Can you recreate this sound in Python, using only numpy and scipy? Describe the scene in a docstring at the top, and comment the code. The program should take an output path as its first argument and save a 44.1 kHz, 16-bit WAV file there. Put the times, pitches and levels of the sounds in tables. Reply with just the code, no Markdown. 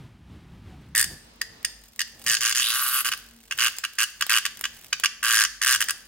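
"""A cicada held between the fingers protests in harsh bursts, close up in a small, hard room.
Each pull of a tymbal buckles a row of ribs: they click, the thin membrane sizzles and the hollow
abdomen rings with a falling tone. The voice shifts as the insect is squeezed or twists away.
Wings and legs tick against the fingers, and the hands bump softly. Underneath, a low outdoor
rumble gives way to the room's air and hum after the first second."""
import sys
import numpy as np
from scipy import signal
from scipy.fft import rfft, irfft
from scipy.io import wavfile
from scipy.ndimage import uniform_filter1d

SR = 44100
rng = np.random.default_rng(int(sys.argv[2]) if len(sys.argv) > 2 else 0)


def int16_out(signal):
    """Quantize to a 16-bit WAV file."""
    q = np.round(np.clip(np.atleast_2d(signal).T, -1, 1) * 32767)
    wavfile.write(sys.argv[1], SR, q.astype(np.int16))


N = 267775
TIME = np.arange(N) / SR
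PULSE_SIZE = 1024  # samples in one short sound
PULSE_TIME = np.arange(PULSE_SIZE) / SR


# The cicada's phrasing. Each row: first and last pull in seconds, pull period in ms, then the
# levels in dB at full effort of abdomen tone, rib clicks and membrane sizzle.
BURSTS = [(.952, 1.027, 8.7, -26, -22.5, -19.5), (1.043, 1.043, 8.5, -24.5, -25.5, -24),
          (1.416, 1.416, 8.5, -26, -21.5, -24.5), (1.649, 1.649, 8.5, -26, -21, -21.5),
          (1.994, 2.017, 12, -27.5, -21, -24), (2.265, 2.350, 8.55, -28.5, -21.5, -25.5),
          (2.369, 2.369, 8.5, -31, -22, -33), (2.408, 2.525, 8.65, -30.5, -21.5, -28),
          (2.550, 2.629, 7.9, -34.5, -21, -28.5), (2.642, 2.762, 8.7, -33, -22, -29.5),
          (2.769, 2.927, 7.9, -33.5, -25, -28.5), (2.935, 3.011, 7.7, -32.5, -22, -25.5),
          (3.048, 3.089, 7.8, -31, -22.5, -26.5), (3.118, 3.136, 7.5, -29.5, -22.5, -34),
          (3.512, 3.523, 11, -30, -23, -34), (3.588, 3.681, 8.3, -29, -20.5, -27.5),
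          (3.840, 3.850, 10, -27.5, -21.5, -29.5), (3.987, 4.039, 8.8, -25.5, -20, -25.5),
          (4.211, 4.224, 13, -25, -18.5, -25), (4.297, 4.385, 8.5, -25.5, -19.5, -24.5),
          (4.455, 4.463, 8, -26, -19, -25), (4.641, 4.655, 14, -25.5, -21, -33.5),
          (4.9305, 4.9305, 8.5, -23.5, -17.5, -29.5), (5.038, 5.058, 9, -22.5, -16.5, -24.5),
          (5.231, 5.326, 8.6, -25, -24, -25.5), (5.335, 5.426, 9.15, -23.5, -21, -24.5),
          (5.438, 5.450, 12, -23, -18.5, -25), (5.618, 5.648, 9, -25, -22.5, -24),
          (5.662, 5.760, 7.9, -24, -20.5, -23), (5.807, 5.825, 9, -25.5, -22, -20),
          (5.887, 5.908, 8, -27.5, -22.5, -21)]

def pulls():
    """The muscles fire evenly through a burst, the last pull off the beat: times and three levels."""
    rows = []
    for first, last, period_ms, *levels in BURSTS:
        period = period_ms / 1000
        steady = np.arange(first, last - .75 * period, period)
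        rows += [(s, *levels) for s in (*steady, last)]
    return np.transpose(rows)


# The body's EQ: one this small hardly radiates bass. Each row: frequency in Hz, gain in dB.
RADIATION = [(100, -33), (500, -9.5), (800, -7), (1000, 2), (1170, 11), (1350, 0), (1700, -2), (2200, 7),
             (2700, -1), (16000, -1)]

def tymbals(jitter_s=.0003, lead_s=.006, stroke_s=.0026, cup_s=2.66, cup_length_s=.055):
    """One pulse per pull: the ribs buckle in turn, ever more slowly, one to each swing of the abdomen."""
    times, tone_db, rib_db, sizzle_db = pulls()
    count = len(times)
    fresh, slack = effort(times)
    turn, (tone_hz, fall, rib_hz, sizzle_hz, sizzle_ms) = grip(times)
    cup = bell(times, cup_s, cup_length_s)  # a finger cups the abdomen and muffles its tone
    alternate_db = (-1) ** np.arange(count)  # the two tymbals take turns and are not quite alike
    # A run starts duller and a little sharp, and ends weaker and flat.
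    tone_hz = tone_hz + 35 * fresh - 45.2 * slack
    tone_db = tone_db - 2.5 * slack - 6.5 * cup + alternate_db + scatter(1.6, count)
    rib_db = rib_db - 3.5 * fresh - 2.5 * slack - 7 * turn + scatter(1.6, count)
    sizzle_db = sizzle_db - 4.5 * fresh - 2.5 * slack + 2.2 * turn - alternate_db + scatter(2, count)

    # The stroke runs from -1 to 1 while the tymbal caves in.
    stroke = (PULSE_TIME - lead_s) / (stroke_s * np.exp(scatter(.1, count)))[:, None]
    force = np.clip(1 - stroke ** 2, 0, 1)
    swing, cycles = abdomen(stroke, tone_hz, fall)
    buckles = np.diff(np.floor(cycles), prepend=0, axis=1) * force * undb(scatter(3, force.shape))
    clicks = ribs(buckles, times, rib_hz, sizzle_ms / 1000, cup)
    sizzle = membrane(buckles, sizzle_hz, sizzle_ms / 1000, turn)
    pulses = at_level(np.sqrt(force) * swing, tone_db)
    pulses = pulses + at_level(clicks, rib_db) + at_level(sizzle, sizzle_db)
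    return colour(place(times + scatter(jitter_s, count) - lead_s, pulses), RADIATION)


def effort(times, pause_s=.022, attack_s=.035, release_s=.022):
    """Effort builds through a run of pulls and slackens at its end: freshness and slack, both 0-1."""
    runs = np.split(times, np.flatnonzero(np.diff(times) > pause_s) + 1)
    fresh = np.concatenate([np.exp((run[0] - run) / attack_s) for run in runs])
    ending = np.concatenate([np.exp((run - run[-1]) / release_s) for run in runs])
    return fresh, ending * (1 - fresh)


# The voice in three holds. Each lists: abdomen pitch in Hz, its fall over half a stroke in nepers,
# rib centre in Hz, sizzle centre in Hz, sizzle decay in ms.
LOOSE = (1575, .15, 3820, 10100, 1)
SQUEEZED = (1755, .07, 5350, 9700, .7)
TURNED = (1480, .17, 4300, 11600, 12.6)
# Finger pressure. Each row: time in seconds, squeeze from 0 to 1.
SQUEEZE = [(2.28, 1), (2.4, 0.27), (2.52, 0.28), (2.58, .95), (2.69, 0.01), (3.7, .05), (4.05, .35),
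           (4.33, 0), (4.46, .3), (5.28, 0.13), (5.35, .6), (5.9, 0.44)]
# The insect twisting away. Each row: time in seconds, turn from 0 to 1.
TURN = [(2.52, 0), (2.7, .5), (2.8, 1), (3.0, 0.92), (3.08, 0.14), (3.5, 0)]

def grip(times):
    """The hold morphs the voice from loose to squeezed, then to turned: each pull's turn and voice."""
    squeeze, turn = (curve(control, times)[0] for control in (SQUEEZE, TURN))
    facing = np.outer(LOOSE, 1 - squeeze) + np.outer(SQUEEZED, squeeze)
    return turn, facing * (1 - turn) + np.outer(TURNED, turn)


def abdomen(stroke, pitch_hz, fall, detune=.02, overtone_db=-12):
    """The hollow abdomen rings, falling in pitch through each stroke: its swing and phase in cycles."""
    pitch_hz = pitch_hz * np.exp(scatter(detune, len(stroke)))
    hz = pitch_hz[:, None] * np.exp(-fall[:, None] * stroke.clip(-1, 1))
    cycles = np.cumsum(hz, axis=1) / SR + rng.random((len(stroke), 1))
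    return np.cos(2 * np.pi * cycles) + undb(overtone_db) * np.cos(4 * np.pi * cycles), cycles


# The bite of the rib clicks. Each row: frequency in Hz, gain in dB.
RIB_COLOUR = [(500, -50), (1500, -3), (2250, -12.5), (2700, 3), (3050, 1), (3500, -6), (4100, -7),
              (4900, -0.5), (5350, -4.5), (5800, -2.5), (6250, -5), (6650, -1.5), (7500, -12), (11000, -67)]
# The hollow between the fingers. Each row: time in seconds, resonance in Hz, boost in dB.
FINGER_HOLLOW = [(2.32, 4860, 5), (2.47, 2800, -1), (2.56, 2400, -6), (2.62, 3500, 3), (2.72, 4020, 6),
                 (2.9, 3950, 9), (3.0, 2830, 4.5), (5.3, 2660, 3.5), (5.34, 5330, 3.5), (5.9, 5900, 2)]

def ribs(buckles, times, centre_hz, sizzle_s, cup, snap_s=.0002, cup_db=16.5):
    """Ribs snap and ring the hollow between the fingers, strongly when a finger cups the abdomen."""
    # Turned away, the sizzle lengthens and the clicks smear into each other.
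    snaps = crackle(buckles, snap_s + .36 * sizzle_s, side=.22)
    centre_hz = centre_hz * np.exp(scatter(.043, len(buckles)))
    hollow_hz, hollow_db = curve(FINGER_HOLLOW, times)
    return resonate(snaps, RIB_COLOUR, centre_hz, hollow_hz, hollow_db + cup_db * cup, width_hz=600)


# The membrane's bright sheen. Each row: frequency in Hz, gain in dB.
MEMBRANE_COLOUR = [(4000, -62), (7500, -3), (8600, 1.5), (9600, -3), (10800, -0.5), (12000, -3),
                   (13500, -6), (15700, -8.5), (18000, -58)]

def membrane(buckles, centre_hz, decay_s, turn):
    """The thin membrane sizzles and rings at a new pitch each pull; turned away, the ring stands out."""
    ring_hz = .96 * centre_hz * np.exp(scatter(.058, len(buckles)))
    ring_db = 9 + 5 * turn + scatter(3, len(buckles))
    shiver = crackle(buckles, decay_s, side=.45)
    return resonate(shiver, MEMBRANE_COLOUR, centre_hz, ring_hz, ring_db, width_hz=240)


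def crackle(buckles, decay_s, side, tail_db=-19, tail_s=.004):
    """Each buckling rib leaves a brief crackle and a faint tail, a little different left and right."""
    fade = np.exp(-PULSE_TIME / decay_s[:, None]) + undb(tail_db) * np.exp(-PULSE_TIME / tail_s)
    envelope = signal.fftconvolve(buckles, fade, axes=1)[:, :PULSE_SIZE]
    return envelope * stereo_noise(side, buckles.shape)


def resonate(clicks, spectrum, centre_hz, mode_hz, mode_db, width_hz):
    """Ring each pulse through a spectrum tilted towards its centre, with one moving resonance."""
    hz = np.fft.rfftfreq(PULSE_SIZE, 1 / SR)
    gain = undb(across(spectrum, PULSE_SIZE))
    pitch = np.log(hz.clip(spectrum[0][0], spectrum[-1][0]))
    mean = np.average(pitch, weights=gain ** 2)
    spread = np.average((pitch - mean) ** 2, weights=gain ** 2)
    tilt = (np.log(centre_hz)[:, None] - mean) / (2 * spread)
    mode = 1 + (undb(mode_db)[:, None] - 1) / (1 + 2j * (hz - mode_hz[:, None]) / width_hz)
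    return irfft(rfft(clicks) * gain * np.exp(tilt * (pitch - mean)) * mode)


# Bouts of wing flutter. Each row: start and end of the hold in seconds, level in dB before EQ.
FLUTTERS = [(1.84, 2.2, -58), (2.248, 3.12, -42), (3.57, 3.677, -41.5), (3.8, 4.25, -54),
            (4.68, 4.83, -47.5), (5.76, 5.86, -47)]

def flutter(attack_s=.045, release_s=.11):
    """Strength of the wing flutter: each bout swells, holds and dies away."""
    return sum(undb(db) * np.exp(np.minimum((TIME - start) / attack_s, (end - TIME) / release_s).clip(max=0))
               for start, end, db in FLUTTERS)


# The sharpest wing flicks. Each row: start in seconds, level in dB before EQ.
FLICKS = [(1.629, -43), (1.961, -43), (3.577, -31), (3.785, -25.5), (3.954, -44), (4.266, -27.5),
          (4.572, -38), (4.593, -37), (4.611, -25), (4.845, -38), (4.9985, -26.5), (5.842, -28)]
# The wings' papery EQ. Each row: frequency in Hz, gain in dB.
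WING_COLOUR = [(200, -24), (900, -8.5), (2000, -4), (3500, -2), (6000, -2), (9000, -2), (12000, -5),
               (16000, -2.5)]

def wings(flick_s=.0014, touches_per_s=500, grain_s=.002, beat_hz=42, beat_db=5, fidget_db=-60):
    """Dry wings flick against the fingers over a fine crackle that swells with each beat."""
    starts, db = np.transpose(FLICKS)
    snaps = rng.standard_normal((len(starts), PULSE_SIZE)) * np.exp(-PULSE_TIME / flick_s)
    flicks = place(starts, at_level(snaps, db))
    touches = (rng.random(N) < touches_per_s / SR) * undb(scatter(6, N))
    grains = signal.fftconvolve(touches, np.exp(-PULSE_TIME / grain_s))[:N] * rng.standard_normal(N)
    beats = undb(beat_db * np.sin(2 * np.pi * beat_hz * TIME))
    fidget = undb(fidget_db) * np.clip(TIME / 1.7, 0, 1) ** 2  # legs and wings stir between bouts
    return colour(flicks + (flutter() + fidget) * unit(grains * beats), WING_COLOUR)


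# Soft handling bumps. Each row: peak time in seconds, level in dB, half-width in seconds.
BUMPS = [(1.12, -46, 0.025), (2.19, -56, 0.06), (2.271, -48, 0.0082), (2.309, -44.5, 0.012),
         (2.42, -57, .03), (3.637, -54, 0.035), (4.601, -61, .04), (5.296, -58, 0.086),
         (5.81, -57.5, 0.063)]
# Their dull thud. Each row: frequency in Hz, gain in dB.
BUMP_COLOUR = [(30, -31), (90, 0), (160, -9), (300, -12), (700, -13.5), (1500, -29)]

def hands(shudder_db=-20):
    """Dull bumps as the grip shifts, and a low shudder while the wings flutter."""
    bumps = sum(undb(db) * bell(TIME, s, width) for s, db, width in BUMPS)
    return (bumps + undb(shudder_db) * flutter()) * unit(colour(stereo_noise(.1), BUMP_COLOUR))


# The insect's stereo balance. Each row: frequency in Hz, left minus right in dB.
PORT_BALANCE = [(700, 6.5), (1300, -1), (1900, 0), (2600, -5), (3500, -3.5), (5000, -1), (8000, 0.5),
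                (15000, -0.5)]
# Its stereo phase. Each row: frequency in Hz, lead of the left side in radians.
PORT_PHASE = [(1000, 0.39), (2100, 0.012), (3500, 1.51), (4100, 1.92), (5000, 2), (6600, 1.83),
              (7300, 0.86), (10800, 1.04), (15000, 0.2)]

def ports(x):
    """The near sound reaches two microphone ports with unlike level and phase."""
    half = undb(across(PORT_BALANCE, N) / 2) * np.exp(.5j * across(PORT_PHASE, N))
    return irfft(rfft(x) * np.array([half, 1 / half]), N)


# The reverb's EQ. Each row: frequency in Hz, gain in dB.
ROOM_COLOUR = [(300, -4), (1200, -2.5), (1750, 2), (2300, 0.5), (2800, -0.5), (4000, 0.5), (4850, 2.5),
               (5600, -0.5), (8000, -0.5), (11000, -3.5), (16000, -2)]

def room(x, t60_s=.51, tail_db=-11, early_db=-12, early_s=.0071, gap_s=.0027):
    """Quick reflections from the near wall and table, then the room's tail, narrower in the lows."""
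    t = np.arange(SR) / SR
    # Stereo width. Each row: frequency in Hz, side minus mid in dB.
    width = [(300, -7), (1400, -15.5), (2200, -3.5), (3500, 0), (7000, 0), (9000, -25), (16000, -12)]
    mid, side = rng.standard_normal((2, SR))
    side = colour(side, width)
    early = (t > gap_s) * np.exp(-t / early_s)
    tail = (t > gap_s) * undb(-60 * t / t60_s)
    decay = undb(early_db) * early / np.linalg.norm(early) + undb(tail_db) * tail / np.linalg.norm(tail)
    response = colour(np.array([mid + side, mid - side]) * decay / np.sqrt(2), ROOM_COLOUR)
    return signal.fftconvolve(x[None], response[:, :SR * 3 // 4], axes=1)[:, :N]


# The outdoor bed. Each row: frequency in Hz, gain in dB.
RUMBLE_COLOUR = [(15, -48), (25, -26), (60, 0), (158, -2.5), (394, -18), (475, -25.5), (749, -25.5),
                 (811, -24.5), (1630, -28.5), (3180, -31.5), (7090, -44), (9020, -45), (15000, -53)]

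def outdoors(until_s, rumble_db=-46, hoot_s=.736, hoot_hz=740, hoot_db=-55, fade_s=.016):
    """Low outdoor rumble with one faint, far-off hoot, ending in a quick fade."""
    rumble = undb(rumble_db + 2.2 * waver(13.7)) * unit(colour(stereo_noise(.04), RUMBLE_COLOUR))
    hoot = undb(hoot_db) * bell(TIME, hoot_s, .025) * np.sin(2 * np.pi * hoot_hz * TIME)
    return np.clip((until_s - TIME) / fade_s, 0, 1) * (rumble + hoot)


# The room tone. Each row: frequency in Hz, gain in dB.
AIR_COLOUR = [(25, -38.5), (50, -5), (100, -6.5), (230, -9), (400, -14), (800, -16.5), (2000, -21),
              (5000, -21), (15000, -46)]
# The appliance's hum. Each row: pitch in Hz, level in dB before the fader.
HUM = [(48.4, -64), (231.5, -69), (452.2, -79)]
# A fader ride that dips air and hum together. Each row: time in seconds, gain in dB.
INDOOR_FADER = [(3.65, .5), (3.9, -6), (4.3, -4), (4.8, -.5), (5.55, -3), (5.8, -1)]

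def indoors(fade_in_s, air_db=-60.5):
    """Quiet room air and an appliance's wavering hum fade in and stay."""
    mid, side = (unit(colour(noise, AIR_COLOUR)) for noise in rng.standard_normal((2, N)))
    side = colour(side, [(60, -26), (130, -14), (260, -5.5), (1000, 1)])  # the bass is nearly mono
    air = undb(air_db + 2.8 * waver(6)) * np.array([mid + side, mid - side])
    hum = sum(np.sqrt(2) * undb(db + 3.7 * waver(9)) * np.sin(2 * np.pi * hz * TIME + 1.2 * waver(14))
              for hz, db in HUM)
    fade_in = np.clip(TIME / fade_in_s, 0, 1) ** 4
    return fade_in * (air + hum) * undb(curve(INDOOR_FADER, TIME)[0])


def undb(db):
    """Decibels to gain."""
    return 10 ** (np.asarray(db) / 20)


def unit(x):
    """Scale to rms 1."""
    return x / np.sqrt(np.mean(x ** 2))


def bell(t, centre, width):
    """A smooth swell that peaks at 1."""
    return np.exp(-((t - centre) / width) ** 2)


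def scatter(spread, shape):
    """Random offsets around zero."""
    return spread * rng.standard_normal(shape)


def waver(rate_hz):
    """A slow random drift with a spread near 1."""
    step = int(SR / rate_hz)
    held = np.repeat(rng.standard_normal(N // step + 1), step)
    return 1.3 * uniform_filter1d(uniform_filter1d(held, step), step)[:N]


def stereo_noise(side, shape=(N,)):
    """Noise shared by both channels, with a share that differs."""
    mid, diff = rng.standard_normal((2, *shape))
    return np.array([mid + side * diff, mid - side * diff])


def curve(table, times):
    """The columns of a table at the given times."""
    seconds, *columns = np.transpose(table)
    return [np.interp(times, seconds, column) for column in columns]


def across(points, size):
    """(Hz, value) points joined on a log axis, at the bins of a transform."""
    hz, value = np.transpose(points)
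    return np.interp(np.log(np.fft.rfftfreq(size, 1 / SR) + 1), np.log(hz), value)


def colour(x, points):
    """Filter by a (Hz, dB) spectrum."""
    size = x.shape[-1]
    return irfft(rfft(x) * undb(across(points, size)), size)


def at_level(sounds, db, period_s=.0085):
    """Give each short sound its level, taken over one tymbal period."""
    return sounds * (undb(db) * np.sqrt(period_s * SR / np.sum(sounds ** 2, axis=-1)))[..., None]


def place(times, sounds):
    """Lay short sounds (events x samples, mono or per channel) along the timeline."""
    track = np.zeros(sounds.shape[:-2] + (N + PULSE_SIZE,))
    for k, s in enumerate(times):
        start = int(np.clip(s * SR, 0, N))
        track[..., start:start + PULSE_SIZE] += sounds[..., k, :]
    return track[..., :N]


def scene(handover_s=1.18):
    """The cicada and its reverb, the hands, and an outdoor bed that hands over to room tone."""
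    cicada = tymbals() + wings()
    foreground = ports(cicada) + room(cicada.mean(axis=0)) + hands()
    return foreground + outdoors(handover_s) + indoors(handover_s)


def record(dry, ceiling=.75, top_hz=16000):
    """A soft limiter rounds the highest peaks and a steep low-pass cuts the top."""
    rounded = dry / (1 + (dry / ceiling) ** 6) ** (1 / 6)
    return signal.sosfilt(signal.ellip(10, .2, 70, top_hz, fs=SR, output="sos"), rounded)


dry = scene()
out = record(dry)
int16_out(out)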